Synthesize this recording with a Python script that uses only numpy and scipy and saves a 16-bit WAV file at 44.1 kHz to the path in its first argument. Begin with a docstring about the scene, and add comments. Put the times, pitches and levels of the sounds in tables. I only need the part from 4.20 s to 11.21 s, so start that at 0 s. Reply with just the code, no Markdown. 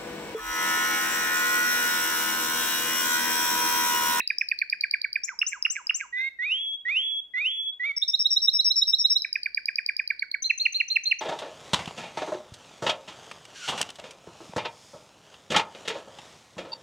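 """In a small quiet room, inside a wooden cage, a canary sings close to two microphones.
Trills repeat groups of gliding, nearly pure notes, each note a tone with set pitch and level curves.
Among them come five slow rising whistles, where the second side of the syrinx joins faintly and
modulation makes side tones. Cage echoes and resonances and a diffuse room tail return the song;
still air, a low hum and a soft rustle of feathers are shaped noise and a sine."""
import sys
import numpy as np
from scipy import signal
from scipy.fft import rfft, irfft, next_fast_len
from scipy.io import wavfile
from scipy.ndimage import uniform_filter1d

SR = 44100
rng = np.random.default_rng(int(sys.argv[2]) if len(sys.argv) > 2 else 0)


def master(y):
    """Save y as 16-bit WAV."""
    cut = np.clip(np.atleast_2d(y).T, -1, 1)
    pcm = np.round(cut * 32767)  # scale
    wavfile.write(sys.argv[1], SR, pcm.astype(np.int16))


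N = 309141  # length [samples]

# Note shapes, all: (time from the start of the note [ms], pitch [Hz], level [dB])
# short, scratchy onset
TICK_SHAPE = [(0.0, 4824, -25.5), (0.9, 4702, 6), (2.1, 4607, 4.5), (4.1, 4690, -2), (4.5, 4470, -29)]
# low falling note
CHIP_SHAPE = [(0.0, 2400, -21), (2.224, 2320, -0.5), (5.56, 2435, 2.5), (8.22, 2290, 3), (9.43, 1840, -6.5),
              (15.4, 1671, -14.5), (21.9, 1520, -24), (27.34, 1675, -25.5)]
# steep rise
SWEEP_SHAPE = [(0, 5300, -13), (3.22, 5890, -1.5), (13.07, 6460, -6), (19.16, 7220, -6), (28.2, 7675, -10),
               (36.5, 7640, -20)]
# arch
PEEP_SHAPE = [(0.0, 880, -38.5), (1.483, 2532.0, -10.5), (5.24, 2790, 0.5), (11.52, 2788.0, -6.5),
              (15.26, 2150, -9), (18.4, 1310, -21), (21.4, 1200, -29)]
# one beat of a stutter
PULSE_SHAPE = [(0, 2330, -25.5), (2, 2420, 9), (3, 2170, 11), (5, 2250, -12.5)]
# long soft slide downwards
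FALL_SHAPE = [(0, 1900, -9), (2, 1720, -10.5), (17.4, 1552, -17), (35.7, 1068, -24.5), (52.6, 920, -24),
              (51.6, 950, -50)]
# level high note of the seesaw
HIGH_SHAPE = [(0, 5760, -12), (3, 5520, -3), (12, 5450, -.5), (33, 5415, -.5), (39, 5470, -3),
              (44.5, 5720, -14)]
# rising low note of the seesaw
LOW_SHAPE = [(0, 3720, -13), (4.5, 3687, -11.5), (11.8, 3795, 1), (19.2, 3870, -2.5), (25, 4090, -6.5),
             (27.4, 4330, -18.5)]
# thin, high, nearly level note
LISP_SHAPE = [(0, 6350, -22), (2.1, 6260, -3), (13, 6200, 0), (20, 6230, -14)]
# rise, near hold, last upward flick
SLUR_SHAPE = [(0.0, 3200, -17.5), (5, 4114.0, -2.5), (23.1, 4208.0, 2.5), (33.5, 4296.0, -8),
              (40.4, 4600, -22.5)]
# loud falling note
CHIRP_SHAPE = [(0, 3200, -22), (3.5, 2700, -7.5), (7.8, 2773, -2.5), (14.67, 2288, -1.5),
               (15.76, 1990, -11.5), (20.6, 1760, -23.5), (22.6, 1620, -43)]

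# Syllables; levels add to the note shape, factors multiply it.
# two chip trills, a tick and a chip each: (time [s], level [dB], pitch factor [1])
CHIP_SYLLABLES = [(0.0016, -17.5, 1.1), (0.1015, -17, 1.018), (0.2101, -16.5, 1.03), (0.3135, -16.5, 1.035),
                  (0.4149, -16.5, 0.994), (0.525, -17, 1.017), (0.6355, -16, 0.993), (0.7368, -16, .99),
                  (0.8425, -18.5, .965), (0.9556, -17.5, 1), (5.046, -20, 0.989), (5.1548, -17.5, 1.014),
                  (5.258, -19, 0.981), (5.372, -19.5, 0.989), (5.4831, -18, 1.011), (5.583, -18, 1.01),
                  (5.688, -18, .995), (5.7926, -18, 1.02), (5.9021, -17.5, 0.972), (6.021, -20.5, 0.934),
                  (6.141, -20, .955)]
# swooping trill: (time of the sweep [s], level [dB], pitch factor [1], sweep length factor [1])
SWOOP_SYLLABLES = [(1.0345, -20, 0.94, 0.73), (1.2645, -19.5, 0.98, 1.01), (1.4996, -19, 0.99, .98),
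                   (1.7438, -19.5, .99, 1)]
# last trill, a lisp, slur and chirp each: (time of the chirp [s], level [dB], pitch factor [1])
CHIRP_SYLLABLES = [(6.2967, -11.5, .985), (6.452, -10.5, 1.002), (6.599, -11, 1.002), (6.7561, -10.5, 0.99),
                   (6.9105, -10, 1), (7.063, -10, .98)]
# pitch of the seesaw's low note: (time [s], factor [1])
SEESAW_PITCH = [(3.76, 0.97), (4.42, 1.029), (4.62, 1.003), (4.9, 1.006)]

# S-shaped climbs: (time [s], length [s], level over the carry [dB], first pitch [Hz], top pitch [Hz],
# climb time [s], lateness [1 = even], sag after it [Hz/s], factor on the second side's pitch [1])
WHISTLE_CLIMBS = [(1.923, 0.17, -3.2, 1897, 2120, 0.21, .5, -7, 1.11),
                  (2.185, 0.38, -2.2, 1885, 3343, 0.23, 0.94, -1.5, 1.02),
                  (2.649, 0.36, -0.42, 1880, 3383, .21, 0.93, 481.5, 0.95),
                  (3.135, .377, -1.5, 1956, 3383, .2, 1.186, 168, 1),
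                  (3.594, 0.13, -1.9, 1930, 2251, 0.084, 1.47, 2601.5, 0.95)]
# how strongly a whistle carries through beak and cage: (pitch [Hz], level [dB])
WHISTLE_CARRY = [(1900, -25), (2080, -21.5), (2250, -22.5), (2420, -23.5), (2620, -24), (2820, -16),
                 (3020, -20), (3300, -26.5)]
# second side, falling as the first rises: (whistle pitch [Hz], level re whistle [dB], own pitch [Hz])
SECOND_SIDE_TONE = [(1930, -47, 1400), (2030, -20, 1440), (2354, -24.5, 1440), (2590, -23.5, 1070),
                    (2836, -29.5, 850), (3200, -68, 460)]
# harmonics 2, 3 and 4 before beak colour and brightness: (level [dB])
OVERTONE_LEVELS = [-32.5, -39.5, -52.5]
# how the beak colours the overtones: (frequency [Hz], level [dB])
BEAK_COLOUR = [(4000, 2), (7500, -1.5), (9000, -3.5), (11000, 1), (13400, 4), (15300, 5), (16200, -14.5)]

# microphone pair: (frequency [Hz], left minus right [dB], phase by which left leads [rad])
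PORT_BALANCE = [(875, -2, -1.5), (2060, -4.5, 1.35), (3150, -2.5, -1.4), (3582, -3.5, -1.5), (4006, -7, 3),
                (4155, -0.5, -1.5), (5740, 3, -5), (7720, 12.5, -3.5), (10200, -1, -8)]
# cage and near walls: (delay [ms], level [dB])
EARLY_ECHOES = [(3.1, -28.5), (6.8, -21.5), (12.8, -25.5), (25.5, -24.5)]
# narrow cage resonances: (frequency [Hz], width [Hz], level [dB])
CAGE_RINGS = [(3780, 50, -5), (5404, 22, -5)]
# diffuse tail: (frequency [Hz], level [dB], 60 dB decay time [s])
ROOM_TAIL = [(960, -8, 0.46), (2300, -16.5, 0.48), (3500, -7.5, 0.34), (8000, -9.5, 0.34), (14700, 1, 0.09)]
# room air: (frequency [Hz], level [dB per Hz])
AIR_SPECTRUM = [(30, -108), (130, -103), (450, -103.5), (700, -108), (6000, -124), (16000, -129)]
# stirred feathers, relative colour: (frequency [Hz], level [dB])
RUSTLE_SPECTRUM = [(60, -4.5), (180, -6.5), (500, -17), (1700, -4.5), (3500, -24.5)]

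SETTLE_SYLLABLES = 1.3  # decay of the tension at the start of a trill
STUTTER_GAP_S, STUTTER_STEP_S, STUTTER_GROWTH_DB = 0.017, 0.0056, 5.5  # pause, spacing, growth per pulse
SEESAW_START_S, SEESAW_BEAT_S = 3.7637, 0.1133
CLING_HZ, CLING_WIDTH_HZ, CLING = 2490, 260, 0.7  # a climbing whistle lingers around one pitch
SHORTEST_RELEASE_S = 0.0008
HUM_HZ, HUM_DB = 49, -79
EDGE_HZ = 16350  # upper band limit


def gain_of(db):
    """Definition of the decibel: amplitude ratio from level."""
    return 10 ** (np.asarray(db) / 20)


def read(points, hz, axis=1):
    """Interpolation of one table column on a logarithmic frequency axis."""
    columns = np.transpose(points)
    return np.interp(np.log(hz + 1), np.log(columns[0]), columns[axis])


def add(mix, s, sound):
    """Superposition: a sound is summed into the mix at time s."""
    start = round(s * SR)
    sound = sound[max(-start, 0):]
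    part = mix[max(start, 0):][:len(sound)]
    part += sound[:len(part)]


def waver(size, hz):
    """Low-passed noise: smooth chance of rms 1 with a Gaussian cutoff near hz, looped each second."""
    cutoff = np.exp(-(np.fft.rfftfreq(SR, 1 / SR) / hz) ** 2)
    slow = irfft(rfft(rng.standard_normal(SR)) * cutoff, SR)
    return np.resize(slow / slow.std(), size)


def coloured(spectrum):
    """Spectral shaping of noise to a level in dB per Hz, half its power common to both microphones."""
    common, *own = rng.standard_normal((3, N))
    white = np.sqrt(0.5) * (common + np.array(own))
    shape = gain_of(read(spectrum, np.fft.rfftfreq(N, 1 / SR)))
    return irfft(rfft(white) * shape, N) * np.sqrt(SR / 2)


def treble(x, low_hz=3500):
    """Radiation from a small opening: the beak passes high frequencies best."""
    return signal.sosfilt(signal.butter(2, low_hz, "high", fs=SR, output="sos"), x)


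def syrinx(hz, db, edge_s, bright_db, jitter):
    """Phase integration of an unsteady pitch: a tone with faint flickering overtones, phase, strength."""
    size = len(hz)
    drift = 0.003 * waver(size, hz=25)
    phase = 2 * np.pi * np.cumsum(hz * (1 + drift + jitter * waver(size, hz=207))) / SR
    t = np.arange(size) / SR
    attack = np.tanh(t / edge_s)
    release = np.tanh(t[::-1] / max(edge_s, SHORTEST_RELEASE_S))
    strength = gain_of(db + 0.5 * waver(size, hz=127)) * (attack * release) ** 2
    overtones = np.zeros(size)
    for k, level in enumerate(OVERTONE_LEVELS, 2):
        below_nyquist = k * hz < SR / 2
        overtones += gain_of(level + read(BEAK_COLOUR, k * hz)) * np.sin(k * phase) * below_nyquist
    brightness = gain_of(bright_db + waver(size, hz=150))
    return strength * (np.sin(phase) + brightness * overtones), phase, strength


def trill(shape, notes, edge_s=0.00043, bright_db=0, hiss_db=-58, jitter=0.0069):
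    """Repetition of one gliding tone, scaled in level, pitch and length, with turbulent hiss."""
    ms, hz, level = np.transpose(shape)
    out = np.zeros(N)
    for s, note_db, pitch, *length in notes:
        t = np.arange(0, ms[-1], 1000 / SR / np.prod(length))
        glide, swell = (uniform_filter1d(np.interp(t, ms, c), size=32) for c in (hz, level))
        tone, _, strength = syrinx(glide * pitch, swell + note_db, edge_s, bright_db, jitter)
        turbulence = treble(rng.standard_normal(len(t)))
        add(out, s, tone + gain_of(hiss_db) * strength * turbulence)
    return out


def tension(syllables):
    """Exponential relaxation: 1 on the first syllable after a pause over 1 s, then dying away."""
    s = np.array([row[0] for row in syllables])
    index = np.arange(len(s))
    first = np.maximum.accumulate(index * (np.diff(s, prepend=s[0]) > 1))
    return np.exp(-(index - first) / SETTLE_SYLLABLES)


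def notes_of(syllables, lag_s=0, db=0, stretch=1, sharp=0,
             tense_db=0, tense_sharp=0, tense_short=0, tense_early_s=0):
    """Fixed timing within the syllable; tension alters level, pitch, length and onset as set."""
    notes = []
    for (s, level, pitch, *_), tense in zip(syllables, tension(syllables)):
        notes.append((s + lag_s - tense_early_s * tense,
                      level + db + tense_db * tense,
                      pitch * (1 + sharp + tense_sharp * tense),
                      stretch * (1 - tense_short * tense)))
    return notes


def loosely(notes, spread_db=0.85, pitch_spread=0.0048, length_spread=0.077):
    """Random variation: no two notes of a steady trill come out quite alike."""
    chance = rng.standard_normal((len(notes), 3))
    return [(s, db + spread_db * a, pitch * (1 + pitch_spread * b), length * (1 + length_spread * c))
            for (s, db, pitch, length), (a, b, c) in zip(notes, chance)]


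def background():
    """Stationary noise: still room air, with a low electric hum of slowly wavering amplitude."""
    hum = np.sin(2 * np.pi * HUM_HZ * np.arange(N) / SR) * (1 + 0.41 * waver(N, hz=2.9))
    return coloured(AIR_SPECTRUM) + gain_of(HUM_DB) * hum


def tick_notes():
    """Strong frequency jitter and hiss: a scratchy tick leads each chip and all peeps."""
    before_chips = notes_of(CHIP_SYLLABLES, lag_s=-0.0265, db=-5.0, sharp=0.023,
                            tense_db=4.5, tense_sharp=0.085)
    before_peeps = notes_of(SWOOP_SYLLABLES[1:], lag_s=-0.0752, db=-2.5, sharp=0.14)
    ticks = loosely(before_chips + before_peeps, spread_db=1, pitch_spread=0.0091, length_spread=0.098)
    return trill(TICK_SHAPE, ticks, edge_s=0.00035, bright_db=3, hiss_db=-36.5, jitter=0.024)


def chip_notes():
    """Low voice of gliding tones: chips, peeps before all sweeps but the first, stutters and falls after."""
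    voice = dict(edge_s=0.0006, bright_db=-3.5, hiss_db=-56)
    chips = notes_of(CHIP_SYLLABLES, stretch=0.89, tense_short=0.36)
    peeps = notes_of(SWOOP_SYLLABLES[1:], lag_s=-0.0508, db=7.0, sharp=0.025)
    sweep_s = SWEEP_SHAPE[-1][0] / 1000
    stutters = [(s + length * sweep_s + STUTTER_GAP_S, db, pitch) for s, db, pitch, length in SWOOP_SYLLABLES]
    pulses = []
    for k in range(3):
        pulses += notes_of(stutters, lag_s=k * STUTTER_STEP_S, db=(k - 4) * STUTTER_GROWTH_DB + 2.0)
    falls = notes_of(stutters, lag_s=0.015, db=-1.9)
    groups = [(CHIP_SHAPE, chips), (PEEP_SHAPE, peeps), (PULSE_SHAPE, pulses), (FALL_SHAPE, falls)]
    return sum(trill(shape, notes, **voice) for shape, notes in groups)


def sweep_notes():
    """Rapid upward frequency glide with an abrupt onset."""
    return trill(SWEEP_SHAPE, SWOOP_SYLLABLES, edge_s=0.00015, bright_db=-4.0)


def whistles(lower_db=5, sum_tone_db=1, mirror_db=3, buzz_db=-6):
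    """Intermodulation: the two sides of the syrinx make sum and difference tones on a slow climb."""
    out = np.zeros(N)
    for s, length, db, first_hz, top_hz, climb_s, lateness, sag, second_pitch in WHISTLE_CLIMBS:
        t = np.arange(0, length, 1 / SR)
        climb = np.sin(np.pi / 2 * np.minimum(t / climb_s, 1) ** lateness) ** 2
        hz = first_hz + (top_hz - first_hz) * climb - sag * np.maximum(t - climb_s, 0)
        hz = hz - CLING * (hz - CLING_HZ) * np.exp(-((hz - CLING_HZ) / CLING_WIDTH_HZ) ** 2)
        swell_in = -5 * np.exp(-t / 0.0053)  # dB
        level = db + read(WHISTLE_CARRY, hz) + swell_in
        tone, phase, strength = syrinx(hz, level, edge_s=0.005, bright_db=-5, jitter=0.002)
        lower_hz = second_pitch * read(SECOND_SIDE_TONE, hz, axis=2)
        lower = 2 * np.pi * np.cumsum(lower_hz * (1 + 0.018 * waver(len(t), hz=300))) / SR
        closeness = (lower_hz / hz) ** 3  # these tones fade as the two pitches part
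        difference_tone = np.sin(2 * phase - lower)
        sides = closeness * (gain_of(lower_db) * np.sin(lower) + gain_of(mirror_db) * difference_tone)
        mixed = sides + gain_of(sum_tone_db) * np.sin(phase + lower)
        # the membranes touch each cycle, unevenly, which makes a rasp
        buzz = treble(treble(abs(np.sin(phase) + 0.5 * np.sin(lower) + 0.5)))
        buzz *= 1 + waver(len(t), hz=1800)
        second = strength * gain_of(read(SECOND_SIDE_TONE, hz) + 2 * waver(len(t), hz=60))
        add(out, s, tone + second * (mixed + gain_of(buzz_db) * buzz))
    return out


def seesaw_trill(count=11, high_db=-18.5, low_db=-13.5):
    """Alternation on a steady beat: a level high note and a rising low note take turns."""
    voice = dict(edge_s=0.0012, hiss_db=-60, jitter=0.009)
    beats = SEESAW_START_S + SEESAW_BEAT_S * np.arange(count)
    highs = notes_of([(s, high_db, 1) for s in beats], stretch=1.07, sharp=-0.0026,
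                     tense_db=-4.5, tense_sharp=0.0083, tense_short=0.45)
    low_pitches = np.interp(beats, *np.transpose(SEESAW_PITCH))
    lows = notes_of([(s, low_db, pitch) for s, pitch in zip(beats, low_pitches)], lag_s=0.057,
                    stretch=0.94, tense_short=0.099, tense_early_s=0.004)
    high_voice = trill(HIGH_SHAPE, loosely(highs, pitch_spread=0.0037), **voice)
    return high_voice + trill(LOW_SHAPE, loosely(lows, length_spread=0.1), **voice)


def flutter(song, db=-47):
    """Amplitude modulation of noise: the body quivers with the given trill and stirs a soft rustle."""
    effort = np.sqrt(abs(uniform_filter1d(song ** 2, size=900)))
    rustle = coloured(RUSTLE_SPECTRUM)
    return gain_of(db) * effort * rustle / rustle.std()


def last_trill():
    """Descending registers: lisp, slur and chirp step down; the lisp fades as the trill settles."""
    lisps = notes_of(CHIRP_SYLLABLES, lag_s=-0.0762, db=-20.5, stretch=0.67, sharp=-0.011,
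                     tense_db=10, tense_sharp=0.022, tense_short=-0.23)
    slurs = notes_of(CHIRP_SYLLABLES, lag_s=-0.0555, db=-10.5, sharp=0.0015)
    groups = [(LISP_SHAPE, lisps), (SLUR_SHAPE, slurs), (CHIRP_SHAPE, CHIRP_SYLLABLES)]
    return sum(trill(shape, notes, edge_s=0.0015, bright_db=-2.0) for shape, notes in groups)


def cage(x):
    """Early reflection: a few distinct delayed copies."""
    out = np.zeros(N)
    for ms, db in EARLY_ECHOES:
        add(out, ms / 1000, gain_of(db) * x)
    return out


def ringing(x):
    """Resonance: the cage swells at a couple of pitches and rings on."""
    out = np.zeros(N)
    for hz, width, db in CAGE_RINGS:
        out += gain_of(db) * signal.lfilter(*signal.iirpeak(hz, hz / width, fs=SR), x)
    return out


def ports(x):
    """Interchannel level and phase: each pitch reaches the two microphones differently, at equal power."""
    size = next_fast_len(N + SR // 10)
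    hz = np.fft.rfftfreq(size, 1 / SR)
    ratio = gain_of(read(PORT_BALANCE, hz))
    turn = np.exp(0.5j * read(PORT_BALANCE, hz, axis=2))
    pair = np.array([ratio * turn, 1 / turn]) * np.sqrt(2 / (1 + ratio ** 2))
    return irfft(rfft(x, size) * pair, size)[:, :N]


def room(x, shared=0.16, build_s=0.0091):
    """Diffuse reverberation: convolution with noise decaying at a rate set for each frequency."""
    common, *own = rng.standard_normal((3, SR))
    taps = np.sqrt(shared) * common + np.sqrt(1 - shared) * np.array(own)
    hz, t, z = signal.stft(taps, SR, nperseg=256)
    # the high notes are beamed past the microphones, so they come back wetter
    level = gain_of(read(ROOM_TAIL, hz)[:, None])
    t60 = read(ROOM_TAIL, hz, axis=2)[:, None]
    decay = np.exp(-np.log(1000) * t / t60)
    z *= level * decay * np.sqrt(2 * np.log(1000) / t60 / SR)  # energy independent of t60
    build = np.tanh(np.arange(z.shape[-1] * 128 - 128) / SR / build_s)
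    tail = signal.istft(z, SR, nperseg=256)[1] * build
    return signal.fftconvolve(x[None], tail, axes=1)[:, :N]


def scene():
    """Superposition of the phrases, each with its own share sent to the cage and the room."""
    ticks, chips, sweeps = tick_notes(), chip_notes(), sweep_notes()
    slow, seesaw, finale = whistles(), seesaw_trill(), last_trill()
    song = chips + ticks + sweeps + seesaw + finale + slow
    early = gain_of(-4.0) * chips + gain_of(-6) * (ticks + sweeps) + seesaw
    early += gain_of(-5) * finale + gain_of(-16.5) * slow
    late = chips + finale + gain_of(-1.5) * (ticks + sweeps + seesaw) + gain_of(1.5) * slow
    late += trill(LOW_SHAPE, [(0, -23.5, 1.02, 0.55)])  # the room still rings with a note that has just ended
    direct = ports(song + cage(early) + ringing(song))
    return direct + room(late) + background() + flutter(seesaw)


def record(dry):
    """Band limitation: a linear-phase low-pass filter removes the highest frequencies."""
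    lowpass = signal.firwin(511, EDGE_HZ, window=("kaiser", 9), fs=SR)
    return signal.oaconvolve(dry, lowpass[None], "same")


dry = scene()
out = record(dry)
master(out)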